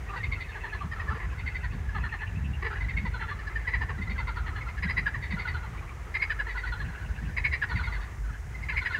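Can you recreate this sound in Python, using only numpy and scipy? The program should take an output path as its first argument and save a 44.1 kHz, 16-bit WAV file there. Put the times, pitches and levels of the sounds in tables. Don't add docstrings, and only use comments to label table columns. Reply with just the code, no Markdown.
import sys
import numpy as np
from scipy import signal
from scipy.fft import rfft, irfft
from scipy.io import wavfile

SR = 44100
rng = np.random.default_rng(int(sys.argv[2]) if len(sys.argv) > 2 else 0)


def materialize(psi):
    bounded = np.clip(np.atleast_2d(psi).T, -1, 1)
    quanta = np.round(bounded * 32767).astype(np.int16)
    wavfile.write(sys.argv[1], SR, quanta)


N = 396459
TIME = np.arange(N) / SR
TOP_HZ = 15700
LULL = np.exp(-((TIME - 8.32) / 0.28) ** 2)


def undb(db):
    return 10 ** (np.asarray(db) / 20)


def unit(x):
    return x / np.sqrt(np.mean(x ** 2))


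def add(out, s, x):
    i = max(int(s * SR), 0)
    out[i:i + len(x)] += x[:max(len(out) - i, 0)]


def wander(t, rate):
    return np.interp(t * rate, np.arange(4096), rng.standard_normal(4096))


def noise(points):
    hz, db = np.transpose(points)
    f = np.maximum(np.arange(N // 2 + 1) * SR / N, 1)
    edges = 1 / (1 + (hz[0] / f / 2) ** 4) / (1 + (f / hz[-1] / 2) ** 4)
    colour = undb(np.interp(np.log(f), np.log(hz), db))
    return unit(irfft(rfft(rng.standard_normal(N)) * edges * colour, N))


def resonance(f, hz, width):
    return 1 / (1 + 1j * (f / hz - hz / f) * hz / width)


def background(drone_db=-38, shore_db=-50, hiss_trim_db=2, lull_db=-4):
    # (frequency [Hz], relative level [dB])
    drone_colour = [(20, -26), (33, -21.5), (43, -4), (51, 5), (60, -7), (90, -15.5), (160, -33),
                    (300, -42)]
    shore_colour = [(150, -17.5), (300, -0.5), (410, 2.5), (580, -5.5), (750, -1.5), (950, -4), (1400, -4),
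                    (2000, 1), (2600, -9.5), (3600, -17), (5000, -25), (8000, -37.5)]
    hiss_colour = [(1000, 11.5), (3000, -14.5), (5200, -0.5), (6400, 2.5), (8000, -2.5), (10500, -6.5),
                   (12500, -9.5), (15500, -10)]
    # (time [s], level [dB])
    hiss_ride = [(0.0, -62.5), (2.0, -64), (8.99, -61)]
    drone = noise(drone_colour) * undb(drone_db)
    shore = noise(shore_colour) * undb(shore_db + wander(TIME, 9) + lull_db * LULL)
    hiss = noise(hiss_colour) * undb(np.interp(TIME, *np.transpose(hiss_ride)) + hiss_trim_db)
    return drone + shore + hiss


def breeze(gust_trim_db=-1, flutter_db=1, bump_trim_db=1, bump_s=.0071, swirl_db=-8, swirl_s=.021):
    # (time [s], level [dB])
    gusts = [(0.0, -38), (0.05, -38), (0.12, -43), (0.3, -30.5), (0.4, -42), (1.08, -35.5), (1.1, -30),
             (1.23, -45), (1.28, -32), (1.35, -39), (1.45, -29), (1.5, -37.5), (2.05, -31), (2.13, -38.5),
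             (2.43, -30), (2.73, -38.5), (2.85, -29.5), (3.73, -41.5), (3.78, -31), (3.83, -32),
             (4.58, -34), (4.63, -36), (5.03, -33.5), (5.41, -36.5), (5.56, -29.5), (5.61, -38),
             (5.71, -32.5), (5.83, -39), (6.66, -42), (6.68, -31.5), (6.74, -38), (6.89, -26), (6.93, -47),
             (7.06, -31), (7.68, -37.5), (7.76, -28.5), (7.94, -37.5), (8.29, -39.5), (8.31, -33),
             (8.41, -47), (8.46, -35), (8.71, -33.5), (8.94, -44), (8.99, -29)]
    # (frequency [Hz], relative level [dB])
    rumble_colour = [(35, -27.5), (50, 0.5), (70, 2), (100, -3.5), (140, -10.5), (200, -20), (300, -31),
                     (500, -60)]
    swirl_colour = [(70, -33.5), (120, -3), (170, 10), (230, -0.5), (310, -10), (450, -24.5), (900, -50)]
    # (time [s], level [dB], pitch [Hz])
    bumps = [(0.855, -33, 167), (1.135, -33.4, 139), (1.751, -30.5, 150), (1.973, -35.5, 137),
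             (2.036, -35, 132), (2.373, -33, 154), (2.456, -35, 154), (2.507, -32, 140), (2.979, -33, 149),
             (3.045, -32.3, 185), (4.001, -27, 200), (4.12, -33, 205), (4.857, -30.5, 160),
             (4.993, -31.5, 158), (5.34, -29.5, 200), (6.871, -34.5, 143), (7.245, -32.5, 154),
             (7.296, -33.5, 152), (7.757, -34, 154)]
    gust_db = np.interp(TIME, *np.transpose(gusts)) + gust_trim_db
    buffet = noise(rumble_colour) * undb(gust_db + flutter_db * wander(TIME, 10))
    t = TIME[:SR // 10] - .05
    bump_envelope = np.hanning(len(t)) / (1 + (t / bump_s) ** 2)
    for s, db, hz in bumps:
        bump = np.cos(2 * np.pi * (hz * t + rng.random())) * bump_envelope
        add(buffet, s + t[0], undb(db + bump_trim_db) * bump)
    swirl = sum(undb(db + swirl_db) / (1 + ((TIME - s) / swirl_s) ** 2) for s, db, _ in bumps)
    return buffet + noise(swirl_colour) * swirl


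def banks(x, reeds_db=-13, reeds_t60=.19, trees_db=-15, trees_t60=.7, dull_hz=2500):
    t = TIME[:SR]
    reeds, trees = rng.standard_normal((2, SR))
    reeds = reeds * undb(-60 * t / reeds_t60) * (1 - np.exp(-t / .007))
    trees = trees * undb(-60 * t / trees_t60) * (1 - np.exp(-t / .15))
    trees = signal.sosfilt(signal.butter(2, dull_hz, fs=SR, output="sos"), unit(trees))
    response = undb(reeds_db) * unit(reeds) + undb(trees_db) * trees
    return signal.fftconvolve(x, response / np.sqrt(SR))[:N]


def stems(x, scatter_db=-5, spread_s=.002):
    t = TIME[:1024]
    scatter = unit(rng.standard_normal(len(t)) * t * np.exp(-t / spread_s))
    response = undb(scatter_db) * scatter / np.sqrt(len(t))
    response[0] = 1
    return signal.fftconvolve(x, response)


def cords(t, pitch, rough, jitter=.055, shimmer=.3):
    cycles = np.cumsum(pitch * (1 + jitter * rough * wander(t, 448))) / SR
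    order = np.arange(1, 31)[:, None]
    pulses = np.sum((order * pitch < TOP_HZ) * np.cos(2 * np.pi * order * cycles), axis=0)
    return pulses * (1 + shimmer * rough * wander(t, 312))


def throat(pulses, sac_hz, body_db, mouth_db, mouth_hz,
           overtone_db=-30, lower_sac_db=-24, belly_db=-12, sac_share=1):
    size = 8192
    f = np.maximum(np.arange(size // 2 + 1) * SR / size, 1)
    hollow = 1 - .4 * resonance(f, 1565, 125)
    main_sac = resonance(f, sac_hz, 250) * resonance(f, sac_hz, 1020) * hollow
    lower_sac = undb(lower_sac_db) * resonance(f, 1730, 190) * resonance(f, 1730, 1020)
    skirt = 1 / np.sqrt(1 + (f / sac_hz / 1.17) ** 16)
    rasp = undb(-23.5) * resonance(f, 2760, 800) ** 2
    sacs = (main_sac - lower_sac) * skirt - rasp
    belly = undb(belly_db) * resonance(f, 437, 240) ** 2
    body = resonance(f, 1046, 290) * resonance(f, 1046, 520) + belly
    lower_mouth = undb(-1) * resonance(f, .835 * mouth_hz, 425) ** 2
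    mouth = resonance(f, mouth_hz, 340) ** 2 + lower_mouth
    ceiling = 1 / (1 + (f / mouth_hz / 1.12) ** 20)
    overtone = undb(overtone_db) * resonance(f, 10400, 1700) ** 3
    source = rfft(stems(pulses), size)

    def ring(response):
        return unit(irfft(source * response, size)) * np.sqrt(len(pulses) / size)

    return (sac_share * ring(sacs * ceiling)
            + undb(body_db) * ring(body * ceiling)
            + undb(mouth_db) * ring(mouth * ceiling + overtone))


def croak(length, pitch_hz, glide, rough_end, tone_db, sac_hz, body_db, mouth_db, mouth_hz,
          whistle_db=-20, peak_skew=.52, rough_start=.2, **timbre):
    t = np.arange(int(length * SR)) / SR
    progress = t / t[-1]
    slack_octaves = .25 * np.maximum(progress - 1 / 3, 0)
    pitch = pitch_hz * 2 ** (glide * (t - t[-1] / 4) - slack_octaves)
    rough = rough_start + (rough_end - rough_start) * progress ** 1.5
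    rattle = 1 + .25 * np.cos(2 * np.pi * 103 * rng.uniform(.6, 1.1) * t)
    push = np.abs(np.sin(np.pi * progress ** peak_skew)) ** 1.6 * rattle
    arch = 1 - .07 * (4 * (progress - .4) ** 2 - .1)
    tone_hz = sac_hz * (arch + .025 * rough * wander(t, 403))
    tone = undb(tone_db) * unit(push * np.sin(2 * np.pi * np.cumsum(tone_hz) / SR))
    whistle_hz = mouth_hz * 2 ** (-1.8 * (t - t[-1] / 3)) * (1 + .012 * wander(t, 400))
    whistle = unit(np.sqrt(push) * np.sin(2 * np.pi * np.cumsum(whistle_hz) / SR))
    sac_share = 1 / np.hypot(1, undb(tone_db))
    buzz_db = mouth_db - 20 * np.log10(np.hypot(1, undb(whistle_db)))
    pulses = push * cords(t, pitch, rough)
    voice = throat(pulses, sac_hz, body_db, buzz_db, mouth_hz, sac_share=sac_share, **timbre)
    add(voice, 0, sac_share * tone + undb(buzz_db + whistle_db) * whistle)
    return voice


def far_frogs(count=36, nearest_db=-50.5, spread_db=4.5, lull_db=-9):
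    out = np.zeros(N)
    duration = N / SR
    for turn, (start, height, slowness, near) in enumerate(rng.random((count, 4))):
        note = croak(length=.076, pitch_hz=380 + 150 * height, glide=-11, rough_end=1.62, tone_db=-4,
                     sac_hz=1150 + 900 * height, body_db=-8, mouth_db=-25, mouth_hz=4700)
        onset = (turn + start) / count * duration
        gap = .088 * (.78 + .37 * slowness)
        gain = undb(nearest_db + spread_db * (near - 1))
        for k, swell in enumerate(np.hanning(9)[1:-1]):
            add(out, (onset + k * gap) % duration, note * swell * gain)
    return out * undb(lull_db * LULL)


def rasps():
    # (start [s], gap [s], count, level [dB], sac resonance [Hz])
    series = [(.073, .0872, 9, -52, 2585), (1.291, .101, 5, -54.5, 2605), (1.991, .091, 3, -52, 2610),
              (2.258, .0888, 4, -51, 2675), (5.766, .102, 2, -52, 2255), (6.841, .099, 5, -57, 2705)]
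    out = np.zeros(N)
    for start, gap, count, db, sac_hz in series:
        for k in range(count):
            note = croak(length=.05, pitch_hz=530, glide=-7, rough_end=2.8, tone_db=-8, sac_hz=sac_hz,
                         body_db=-24, mouth_db=-24, mouth_hz=3900, rough_start=1.2, peak_skew=.8)
            add(out, start + k * gap, undb(db) * note)
    return out


def quacks(arch_octaves=.2975, trim_db=-.5):
    # (time [s], length [s], level [dB], top pitch [Hz], sac resonance [Hz],
    # body resonance [dB], mouth resonances [dB])
    calls = [(.084, .076, -41.2, 412, 1215, -7.5, -27.5), (.134, .062, -42.3, 468, 1505, -5.5, -19.5),
             (1.093, .047, -37.4, 432, 1255, -10.5, -28.5), (1.141, .046, -42.4, 442, 1755, -1.5, -23.5),
             (1.186, .074, -42.2, 392, 1945, -4.5, -26.5), (2.617, .073, -34.3, 456, 1900, -5, -23),
             (2.701, .044, -37.2, 462, 1425, -6.6, -24.5), (2.749, .041, -39.3, 422, 1705, -8.5, -27.6)]
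    out = np.zeros(N)
    for s, length, db, pitch, sac_hz, body_db, mouth_db in calls:
        t = np.arange(int(length * SR)) / SR
        push = np.sqrt(np.sin(np.pi * t / length))
        pulses = push * cords(t, pitch * 2 ** (arch_octaves * (push ** 2 - 1)), rough=1.5)
        note = throat(pulses, sac_hz, body_db, mouth_db, mouth_hz=4750, belly_db=-6)
        add(out, s, undb(db + trim_db) * note)
    return out


def peep(hz, length=.028, octaves_per_s=-5, octave_db=-21):
    t = np.arange(int(length * SR)) / SR - length / 2
    phase = 2 * np.pi * np.cumsum(hz * 2 ** (octaves_per_s * t)) / SR
    return np.hanning(len(t)) * (np.sin(phase) + undb(octave_db) * np.sin(2 * phase))


def cackles(croak_trim_db=-.3, peep_trim_db=-1, full_sac_hz=2090, pitch_scatter=.018, glide_scatter=.18):
    voices = {"near": (.047, 519, -20, 1.7, -5, 4860, -23, -11, -11, -3),
              "throaty": (.049, 495, -21, 1.6, -3, 4800, -35, -12, -18, -1),
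              "middle": (.048, 525, -10, 1.5, 1.5, 4450, -36, -24, -10, -1),
              "hoarse": (.06, 485, -12, 2.4, -5, 4520, -36, -14, -7, 2),
              "husky": (.063, 445, -15, 2.1, -6, 4200, -36, -24, -9, 0),
              "clear": (.043, 575, -5, 1.6, 1, 4950, -35, -24, -15, -1),
              "deep": (.056, 470, -12, 2.2, -3, 4190, -38, -13, 0, 0)}
    croaks = {"near": [(4.822, -32.5, 2030, -13.5, -20), (4.888, -31.75, 2073, -13, -18.5),
              (4.969, -28.55, 2043, -16, -20.5), (5.057, -28.75, 1673, -14, -29),
              (5.137, -37.75, 1813, -6.6, -25.3), (6.14, -30.65, 2093, -17, -21),
              (6.213, -28.35, 2183, -19, -21.5), (6.296, -27.8, 1743, -18, -27),
              (6.389, -31.3, 1663, -15, -27.5), (7.365, -30.35, 2123, -17, -22.5),
              (7.44, -26.3, 2173, -21.5, -24), (7.523, -28.8, 2083, -18.5, -21.5),
              (7.615, -28.75, 1713, -15, -28), (8.685, -30.8, 2133, -17, -25.5),
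              (8.764, -29.65, 2223, -19, -23), (8.849, -31, 1893, -17, -23), (8.94, -30.8, 1743, -15, -27)],
              "throaty": [(3.668, -32.3, 1963, -13.6, -24.8), (3.73, -29.95, 1983, -13.6, -25.8),
              (3.806, -35.95, 1783, -5.6, -23.8), (3.885, -39.95, 1773, -0.6, -23.8)],
              "middle": [(0.159, -39.55, 1953, -6.6, -18.8), (0.229, -36.2, 2143, -18, -18.5),
              (0.315, -35.15, 2153, -16, -18), (0.399, -39.15, 2063, -20.6, -14.8),
              (0.482, -46.85, 1753, -12.6, -12.8), (1.381, -42.55, 2103, -10.6, -16.8),
              (1.46, -36.05, 2103, -20.6, -19.8), (1.545, -37.45, 2033, -23.6, -20.8),
              (1.631, -38.65, 1913, -9.6, -20.8), (1.717, -47.95, 1773, -4.6, -15.8),
              (2.802, -39.95, 2023, -13.6, -20.8), (2.883, -35.55, 2103, -22.6, -23.8),
              (2.965, -33.95, 2183, -27.6, -22.8), (3.049, -37.45, 2003, -4.6, -19.8),
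              (4.011, -41.45, 2063, -16.6, -17.8), (4.094, -36.25, 2113, -20.6, -18.8),
              (4.178, -34.25, 2063, -9, -20.8), (4.269, -38.95, 2073, -6, -16), (4.359, -45, 1863, -5, -14),
              (8.725, -42, 2000, -16, -22), (8.81, -43, 2030, -16, -18), (8.917, -39, 2100, -16, -17)],
              "hoarse": [(5.22, -39.85, 1983, -15.6, -15.8), (5.301, -37.05, 2083, -13.6, -15.8),
              (5.384, -38, 2100, -14, -15), (5.468, -37.5, 2040, -14, -15), (6.483, -40, 2040, -14, -17.5),
              (6.566, -38, 2000, -16, -18), (6.656, -40, 1950, -14, -18), (7.686, -39, 1900, -8, -17),
              (7.75, -37.5, 2090, -15, -17), (7.83, -38.5, 2093, -14, -16), (7.914, -41, 1963, -11, -16),
              (8.003, -46, 1700, -12, -15)], "husky": [(0.544, -43.55, 1653, -4.6, -21.8),
              (0.631, -39.65, 1783, -4.6, -19.8), (0.719, -40.35, 1713, -6.6, -17.8),
              (0.802, -42.05, 1173, -16.6, -22.8), (1.944, -38.75, 1753, -5.5, -20.5),
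              (2.027, -39.5, 1800, -12, -20), (2.116, -37.85, 1803, -7, -23),
              (2.202, -36.75, 1753, -11, -25.8), (3.193, -38, 1773, -9, -21),
              (3.278, -36.5, 1733, -10, -21), (4.459, -41.05, 1783, -7.6, -17.8),
              (4.552, -39.75, 1663, -16.6, -19.8)], "clear": [(0.912, -39.65, 1833, -14.6, -21.8),
              (0.995, -34.65, 1853, -10.6, -28.8), (1.076, -37.25, 1743, -7, -27.8),
              (1.314, -47.15, 1653, -3.6, -25.8), (1.884, -43.75, 1693, -10.6, -25.8),
              (3.384, -40.65, 1793, -10.6, -23.8), (3.466, -40.55, 1723, -10.6, -19.8),
              (3.552, -35.3, 1793, -23.6, -29.8), (4.604, -40.65, 2153, -12.6, -25.8),
              (4.679, -41.65, 2093, -9.6, -21.8), (4.769, -37.95, 1753, -22.6, -26.8),
              (7.074, -51.75, 1723, -12.6, -19.8), (7.175, -46.75, 1643, -16.6, -23.8),
              (7.273, -44.65, 1613, -19.6, -23.8), (8.539, -46.95, 2053, -13.6, -21.8),
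              (8.624, -41.65, 2103, -19.6, -22.8)], "deep": [(0.364, -49.55, 1393, -11.6, -22.8),
              (0.956, -46.85, 1343, -17.6, -22.8), (1.624, -47.35, 1543, -8.6, -22.8),
              (1.943, -43, 1230, -8, -26), (2.033, -40.5, 1400, -14, -24), (3.135, -38.5, 1460, -10, -17),
              (3.217, -40.35, 1373, -12, -17), (3.307, -42.15, 1153, -31.6, -19),
              (4.192, -43.35, 1413, -7.6, -22.8), (4.277, -40.65, 1393, -10.6, -22.8),
              (4.366, -41.5, 1410, -12, -20), (4.659, -46.25, 1353, -14.6, -22.8),
              (5.364, -41.85, 1403, -7.6, -22.8), (5.446, -39.5, 1453, -9.6, -20),
              (5.538, -39, 1423, -12, -17), (5.624, -46.5, 1413, -3, -18), (6.462, -39.5, 1793, -7, -25),
              (6.546, -40, 1470, -6, -22), (6.629, -39.5, 1493, -9, -18), (6.717, -38.5, 1430, -12, -14),
              (6.791, -40.5, 1683, -7, -15), (6.876, -48, 1633, -9, -22),
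              (6.924, -49.65, 1413, -10.6, -22.8), (6.974, -47.75, 1653, -14.6, -25.8),
              (7.704, -40, 1480, -6, -14), (7.786, -37, 1423, -14, -17), (7.866, -42, 1433, -8, -15),
              (7.942, -44, 1640, -13, -18), (8.234, -51.05, 1513, -11.6, -23.8),
              (8.279, -47.95, 1433, -15.6, -26.8), (8.325, -46.75, 1653, -13.6, -26.8),
              (8.722, -41, 1450, -7, -21), (8.808, -39, 1483, -11, -16), (8.896, -39, 1443, -12, -15),
              (8.972, -42, 1450, -11, -17)]}
    # (time [s], level [dB], pitch [Hz])
    peeps = [(.197, -33.5, 1865), (2.836, -34.5, 2005), (2.929, -37.5, 1855), (3.641, -35.5, 1655),
             (3.713, -35.4, 1985), (3.941, -40.5, 1565), (3.976, -36.5, 1955), (4.067, -33.2, 2010),
             (4.151, -37.6, 1605), (4.857, -32.5, 1620), (4.873, -28.5, 1925), (4.96, -29, 1935),
             (5.334, -32, 2010), (6.194, -28.6, 2105), (7.509, -30.4, 1995), (8.753, -30.6, 2055)]
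    direct, send = np.zeros((2, N))
    for frog, rows in croaks.items():
        (length, pitch, glide, rough, tone_db, mouth_hz,
         overtone_db, lower_sac_db, whistle_db, echo_db) = voices[frog]
        for s, db, sac_hz, body_db, mouth_db in rows:
            locked_hz = sac_hz / round(sac_hz / pitch) * rng.normal(1, pitch_scatter)
            fullness = sac_hz / full_sac_hz
            slide = glide * fullness ** 1.2 * rng.normal(1, glide_scatter)
            sunk_hz = mouth_hz * fullness ** .03
            note = croak(length, locked_hz, slide, rough, tone_db, sac_hz, body_db, mouth_db, sunk_hz,
                         whistle_db=whistle_db, overtone_db=overtone_db, lower_sac_db=lower_sac_db)
            note *= undb(db + croak_trim_db)
            add(direct, s, note)
            add(send, s, undb(echo_db) * note)
    for s, db, hz in peeps:
        add(direct, s, undb(db + peep_trim_db) * peep(hz))
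    return direct, send


def scene():
    bed = breeze() + background()
    near_frogs, send = cackles()
    other_frogs = quacks() + rasps() + far_frogs()
    return (near_frogs + other_frogs + banks(send + other_frogs) + bed)[None]


def record(dry):
    return signal.sosfilt(signal.ellip(10, .2, 80, TOP_HZ, fs=SR, output="sos"), dry)


dry = scene()
out = record(dry)
materialize(out)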